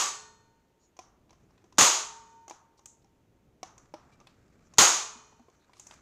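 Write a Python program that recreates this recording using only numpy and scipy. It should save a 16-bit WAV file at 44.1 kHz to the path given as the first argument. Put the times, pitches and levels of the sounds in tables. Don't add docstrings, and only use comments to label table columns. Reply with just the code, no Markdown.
import sys
import numpy as np
from scipy import signal
from scipy.fft import rfft, irfft
from scipy.io import wavfile

SR = 44100
rng = np.random.default_rng(int(sys.argv[2]) if len(sys.argv) > 2 else 0)


def invert_db(x):
    u = np.asarray(x, float) / 20
    return 10 ** u


def dump_mix(stems):
    frames = np.atleast_2d(stems).T
    limited = np.clip(frames, -1, 1)
    pcm = np.round(limited * 32767).astype(np.int16)
    wavfile.write(sys.argv[1], SR, pcm)


N = 265041
LEAD = SR // 4
LONG = N + LEAD

# start_s, blow_db, rebound_db (relative to the blow)
SNAPS = [
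    (-.09, -9, 1.5),
    (1.783, -3, 2.5),
    (4.783, 1, -6),
]
# after_blow_s, level_db, t60_s
STROKE = [
    (-.010, -48, .04),
    (0, 1.5, .022),
    (.004, -5, .08),
]
REBOUND_S, REBOUND_GAP_S, GAP_GROWTH, REBOUND_LOSS_DB, REBOUND_T60_S = .026, .012, 1.15, 5.5, .026
# pitch_hz, level_db (per Hz)
BLOW_TONE = [(24, -69.5), (40, -41), (118, -20.5), (256, -22), (312, -11.5), (500, -12), (715, -7.5),
             (942, -3), (1250, -2.5), (1680, -9), (2630, -9), (5440, -8), (6650, 1), (8990, -18.5),
             (16000, -34)]
STEEL_HZ = [431, 914, 1155, 1470, 1828, 2462, 3031, 3634, 4253, 5206, 5865, 6476, 6595, 7090, 7251, 7790]
# t60_s, first_db, second_db, third_db (level .3 s after each snap)
STEEL_RING = [(1.9, -67, -67, -66), (2.6, -62, -52, -65), (.8, -59, -58, -56), (1.6, -65, -69, -74),
              (1.4, -66, -71, -72), (1.3, -74, -72, -63), (1.4, -76, -75, -65.5), (1.2, -70, -76, -76),
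              (1.3, -64, -76, -65.5), (.8, -76, -68, -72), (1.2, -72, -69, -60), (1.1, -68, -67, -62),
              (.8, -71, -64, -61), (.8, -68, -68, -68), (.7, -73, -65, -66), (.75, -65, -70, -74)]
FREEDOM = (.64, 1, .68)
TOUCH_S, TOUCH_DB = 2.49, -6

# start_s, knock_db, hardness_db (bright click over knock), pitch_hz (knock)
TAPS = [(.967, -66, 1, 900), (.99, -46.5, -6.5, 800), (1.306, -61.5, -4, 850), (1.329, -65, -5, 900),
        (1.507, -68.5, -13, 1050), (1.641, -67, -2, 500), (1.724, -61.5, -4.5, 1050),
        (2.48, -53, 0.5, 1010), (2.497, -54, 5.5, 870), (2.509, -43.5, -16.5, 850),
        (2.792, -64.5, -3.5, 1050), (2.857, -64, 19, 1107), (3.044, -72, -1, 790), (3.63, -41, -4, 840),
        (3.779, -63, 5.5, 1320), (3.939, -42, -17.5, 680), (4.201, -62, -4.5, 1120),
        (4.211, -60.5, -18, 600), (4.737, -60.5, 1, 1120), (5.324, -63.5, -20.5, 864),
        (5.395, -63, -23.5, 600), (5.484, -64.5, -22.5, 510), (5.499, -71, -1.5, 800),
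        (5.695, -62, -23, 1000), (5.768, -65, -3, 1050), (5.796, -62.5, 14, 1050), (5.868, -63.5, 12, 1050),
        (5.939, -63.5, 5, 1004)]
# start_s, knock_db
FLICKS = [(1.294, -70), (1.578, -71.5), (4.27, -60), (5.733, -63.5), (5.91, -56)]
FLICK_MID_DB, FLICK_BRIGHT_DB, FLICK_HZ = 2.5, -18, 1050
MID_DB, MID_FOLLOWS = -5.5, .4
BRIGHT_HZ, BRIGHT_HZ_PER_DB = 6500, 34
# pitch_hz, level_db, t60_s
CASING = [(359.7, 4, 0.07), (510, -13.5, .04), (680, -7.5, 0.074), (807.3, -0.5, .07), (919, -6, 0.062),
          (1042, 4.5, .055), (1120, -5, .045), (1320, -10, 0.078)]
OFF_PITCH_DB_PER_OCTAVE = 9
CARD_HZ, CARD_T60_S, CARD_DB = 2482, .044, -11
CLICK_TAIL_S = (.6, .55, .12)
# start_s, pitch_hz, level_db, t60_s
THUDS = [(5.155, 240, -52, .12), (5.395, 240, -51, .12), (1.64, 320, -58, .08), (5.482, 470, -48, .03),
         (3.045, 790, -60, .08), (4.118, 2350, -67, .2), (5.32, 880, -56, .05)]

# start_s, length_s, level_db
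SLIDES = [(1.25, 0.41, -83), (2.55, 0.046, -95), (3.664, 0.19, -79.5), (3.9, 1, -79), (5.4, 0.9, -80.5),
          (5.824, 0.067, -66.5)]
SLIDE_EASE_S = .14
# pitch_hz, level_db (per Hz)
PAPER_TONE = [(350, -29.5), (600, 3), (1010, -5.5), (1190, 6), (1990, -2), (2430, -2), (2980, -12.5),
              (7350, -7.5), (9490, -26.5), (15000, -41.5)]
# start_s, length_s, pitch_hz, width_hz, level_db
RUSTLES = [(0.769, 0.15, 6700, 500, -79.5), (0.788, 0.1, 5900, 900, -82), (0.787, 0.095, 4600, 900, -86),
           (1.411, 0.046, 6350, 900, -88), (2.768, 0.032, 5400, 2990, -75),
           (4.11, 0.051, 4260, 4000, -77.5), (4.628, 0.077, 6320, 1510, -80.5),
           (5.497, 0.15, 6200, 800, -86), (5.578, 0.1, 3920, 600, -84.5), (5.72, 0.15, 5300, 5000, -73.5),
           (5.788, .21, 6500, 2870, -73), (3.015, .02, 5040, 2995, -83)]

# pitch_hz, t60_s
ROOM_T60 = [(60, 0.083), (250, 0.38), (1000, 0.38), (2500, 0.43), (5000, 0.44), (8000, 0.38), (11000, 0.3),
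            (16000, 0.31)]
# pitch_hz, level_db
LATE = [(200, -25), (900, -13), (2500, -27), (4000, -27.5), (6000, -28), (8000, -29), (11000, -42)]
LATE_STRETCH = 2.056
# pitch_hz, level_db (per Hz)
RUMBLE_TONE = [(12, -45.5), (20, -7.5), (30, -16), (55, -4.5), (127, -5.5), (399, -12), (513, -16.5),
               (860, -22.5), (1150, -27.5), (2670, -33), (5000, -39.5), (6600, -36), (9000, -45.5),
               (16000, -45)]
# time_s, level_db
RUMBLE_LEVEL = [(.45, -69.5), (0.701, -78), (1.22, -68), (1.902, -67), (2.7, -73.5), (3.62, -66), (4.88, -66),
                (5.5, -74), (6.01, -67.5)]


def blows(level_db=-1.5, rise_s=.006, room_db=2.5):
    shake = np.zeros(LONG)
    for s, db, t60 in contacts():
        burst = dying(t60, 8000) * (1 - dying(rise_s, 8000))
        shake[place(s):place(s) + 8000] += invert_db(db + level_db) * burst
    power = shake ** 2
    clatter = shake * rng.standard_normal(LONG) + invert_db(room_db) * room(power)
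    return colour(clatter, BLOW_TONE) + rack_boom(power)


def contacts():
    lags = REBOUND_S + REBOUND_GAP_S * np.cumsum(np.r_[0, GAP_GROWTH ** np.arange(4)])
    hits = []
    for s, db, rebound_db in SNAPS:
        for lag, rel_db, t60 in STROKE:
            hits.append((s + lag, db + rel_db, t60))
        for k, lag in enumerate(lags):
            hits.append((s + lag, db + rebound_db - REBOUND_LOSS_DB * k, REBOUND_T60_S))
    return hits


def rack_boom(power):
    return invert_db(5) * band(np.sqrt(stored(power, .013)) * rng.standard_normal(LONG), 130, 740)


def steel(beat=.32):
    out, t = np.zeros(LONG), np.arange(2 * SR) / SR
    starts = [place(s) for s, *_ in SNAPS]
    swell = (1 - dying(.5, len(t))) ** 2
    for hz, (t60, *levels_db) in zip(STEEL_HZ, STEEL_RING):
        twin_hz = hz * (1 + .0074 * rng.random())
        phase = 2 * np.pi * rng.random()
        twin = np.sin(2 * np.pi * twin_hz * t + phase)
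        ring = swell * (np.sin(2 * np.pi * hz * t) + beat * twin)
        for start, db, share in zip(starts, levels_db, FREEDOM):
            fall = invert_db(db - 60 * (t - .3) / (t60 * share))
            out[start:start + len(t)] += (fall * ring)[:LONG - start]
    out[place(TOUCH_S):starts[2]] *= invert_db(TOUCH_DB)
    return out * invert_db(.75 * wobble(38))


def taps(body_db=9, mid_db=9, bright_db=9, top_db=-12, shift=.071):
    out, size = np.zeros(LONG), 14000
    press = 1 - dying(.0048, size)
    for s, db, mid, bright, knock_hz in touches():
        noise, echo = rng.standard_normal((2, 4, size))
        luck = rng.standard_normal((len(CASING), 2))
        contact = band((1 + .83 * noise[0]) * press * dying(.0014, size), 380, 2000)
        hollow = one_high(hollow_casing(contact, knock_hz, luck, shift))
        echo = echo * dying(.72, size) * (1 - dying(.09, size))
        tap = invert_db(body_db) * (hollow + invert_db(-11.5) * band(echo[0], 660, 1300))
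        card_hz = CARD_HZ * (1 + shift * luck[0, 1])
        card = resonate(noise[1] * dying(.003, size), card_hz, CARD_T60_S)
        tap += invert_db(mid + mid_db + CARD_DB) * one_high(card)
        bright_hz = BRIGHT_HZ + BRIGHT_HZ_PER_DB * bright
        clicks = [(mid + mid_db, .03, 1500, 5000),
                  (bright + bright_db, .022, bright_hz / 1.16, bright_hz * 1.054),
                  (bright + top_db, .02, 9000, 16000)]
        for k, (rel_db, t60, low_hz, high_hz) in enumerate(clicks):
            click = band(noise[k + 1] * press * dying(t60, size), low_hz, high_hz)
            tail = invert_db(-17.5) * band(echo[k + 1] * dying(CLICK_TAIL_S[k], size), low_hz, high_hz)
            tap += invert_db(rel_db) * (click + tail) / np.abs(click).max()
        out[place(s):place(s) + size] += invert_db(db) * tap[:LONG - place(s)]
    return out


def touches():
    tapped = [(s, db, MID_DB + MID_FOLLOWS * hard, hard, hz) for s, db, hard, hz in TAPS]
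    flicked = [(s, db, FLICK_MID_DB, FLICK_BRIGHT_DB, FLICK_HZ) for s, db in FLICKS]
    return tapped + flicked


def hollow_casing(contact, knock_hz, luck, shift, spread_db=2):
    ring = 0
    for (hz, mode_db, t60), (u, v) in zip(CASING, luck):
        off_pitch_db = OFF_PITCH_DB_PER_OCTAVE * abs(np.log2(hz / knock_hz))
        gain = invert_db(mode_db + spread_db * u - off_pitch_db)
        ring = ring + gain * resonate(contact, hz * (1 + shift * v), t60)
    return ring


def thuds():
    out, size = np.zeros(LONG), 14000
    push, t = 1 - dying(.023, size), np.arange(size) / SR
    for s, hz, db, t60 in THUDS:
        tone = push * dying(t60, size) * np.sin(2 * np.pi * hz * t)
        out[place(s):place(s) + size] += invert_db(db) * tone
    return out


def slide(grain_db=3, level_db=1.35):
    t, gain = (np.arange(LONG) - LEAD) / SR, 0
    for s, length, db in SLIDES:
        to_edge = np.minimum(t - s, s + length + SLIDE_EASE_S - t)
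        gain = gain + invert_db(db + level_db) * np.clip(to_edge / SLIDE_EASE_S, 0, 1)
    grain = invert_db(grain_db * wobble(120))
    return colour(gain * grain * rng.standard_normal(LONG), PAPER_TONE)


def rustles():
    out, noise = np.zeros(LONG), rng.standard_normal(LONG)
    for s, length, hz, width_hz, db in RUSTLES:
        part = slice(place(s), place(s + length))
        swell = noise[part] * np.hanning(part.stop - part.start)
        hiss = band(swell, hz - width_hz / 2, hz + width_hz / 2)
        out[part] += invert_db(db) * hiss / hiss.std()
    return out


def room(power, clatter_db=0.0):
    edges = 40 * 2 ** np.arange(0, 9.1, .5)
    white, tail = rng.standard_normal((2, LONG)), 0
    arrived = stored(power, .03)
    for k, (low, high) in enumerate(zip(edges, edges[1:])):
        t60 = at_hz(ROOM_T60, low)
        late = invert_db(2 * at_hz(LATE, low))
        energy = stored(arrived, t60) + late * stored(arrived, LATE_STRETCH * t60)
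        tail = tail + band(white[k % 2], low, high) * np.sqrt(energy)
    return tail * invert_db(clatter_db * wobble(64))


def rumble(lumps_db=.9):
    s, db = np.transpose(RUMBLE_LEVEL)
    noise = colour(rng.standard_normal(LONG), RUMBLE_TONE)
    low = signal.sosfilt(signal.butter(1, 500, fs=SR, output="sos"), noise)
    rumble_db = np.interp((np.arange(LONG) - LEAD) / SR, s, db)
    return invert_db(rumble_db + lumps_db * wobble(4)) * low + invert_db(-68) * (noise - low)


def at_hz(points, hz):
    return np.interp(np.log(hz), np.log(np.array(points)[:, 0]), np.array(points)[:, 1])


def colour(x, spectrum):
    size = 4096
    gain = invert_db(at_hz(spectrum, np.fft.rfftfreq(size, 1 / SR) + 1))
    cepstrum = irfft(np.log(gain))
    cepstrum[1:size // 2] *= 2
    cepstrum[size // 2 + 1:] = 0
    kernel = irfft(np.exp(rfft(cepstrum)))
    return signal.fftconvolve(x, kernel / np.linalg.norm(kernel))[:len(x)]


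def place(s):
    return round(s * SR) + LEAD


def dying(t60, size):
    return invert_db(-60 * np.arange(size) / SR / t60)


def band(x, low_hz, high_hz):
    return signal.sosfilt(signal.butter(2, [low_hz, high_hz], "band", fs=SR, output="sos"), x)


def wobble(rate_hz):
    r = np.exp(-2 * np.pi * rate_hz / SR)
    slow = signal.lfilter([1], [1, -2 * r, r * r], rng.standard_normal(LONG))
    return slow / slow.std()


def resonate(x, hz, t60):
    r, w = invert_db(-60 / (t60 * SR)), 2 * np.pi * hz / SR
    return signal.lfilter([0, np.sin(w)], [1, -2 * r * np.cos(w), r * r], x)


def one_high(x):
    return x / np.abs(x).max()


def stored(power, t60):
    r = invert_db(-120 / (t60 * SR))
    return signal.lfilter([1 - r], [1, -r], power + 1e-18)


def compress(x, knee_db=-24, share=.29, release_db_s=300, attack_s=.00024):
    ramp = release_db_s * np.arange(len(x)) / SR
    held_db = np.maximum.accumulate(20 * np.log10(np.abs(x) + 1e-9) + ramp) - ramp
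    r = np.exp(-1 / (attack_s * SR))
    over_db = signal.lfilter([1 - r], [1, -r], np.maximum(held_db - knee_db, 0))
    return x * invert_db(-share * np.roll(over_db, -SR // 1000))


def scene():
    stapler = blows() + steel()
    hand = taps() + thuds() + slide() + rustles()
    return compress(stapler + hand + rumble())[None, LEAD:]


def band_limit(x):
    return signal.sosfilt(signal.butter(12, 16510, fs=SR, output="sos"), x)


def record(dry):
    rounded = .83 * np.tanh(dry / .61)
    top_cut = signal.cheby2(12, 60, 16350, fs=SR, output="sos")
    mix = signal.sosfilt(top_cut, rounded)
    return band_limit(mix)


dry = scene()
out = record(dry)
dump_mix(out)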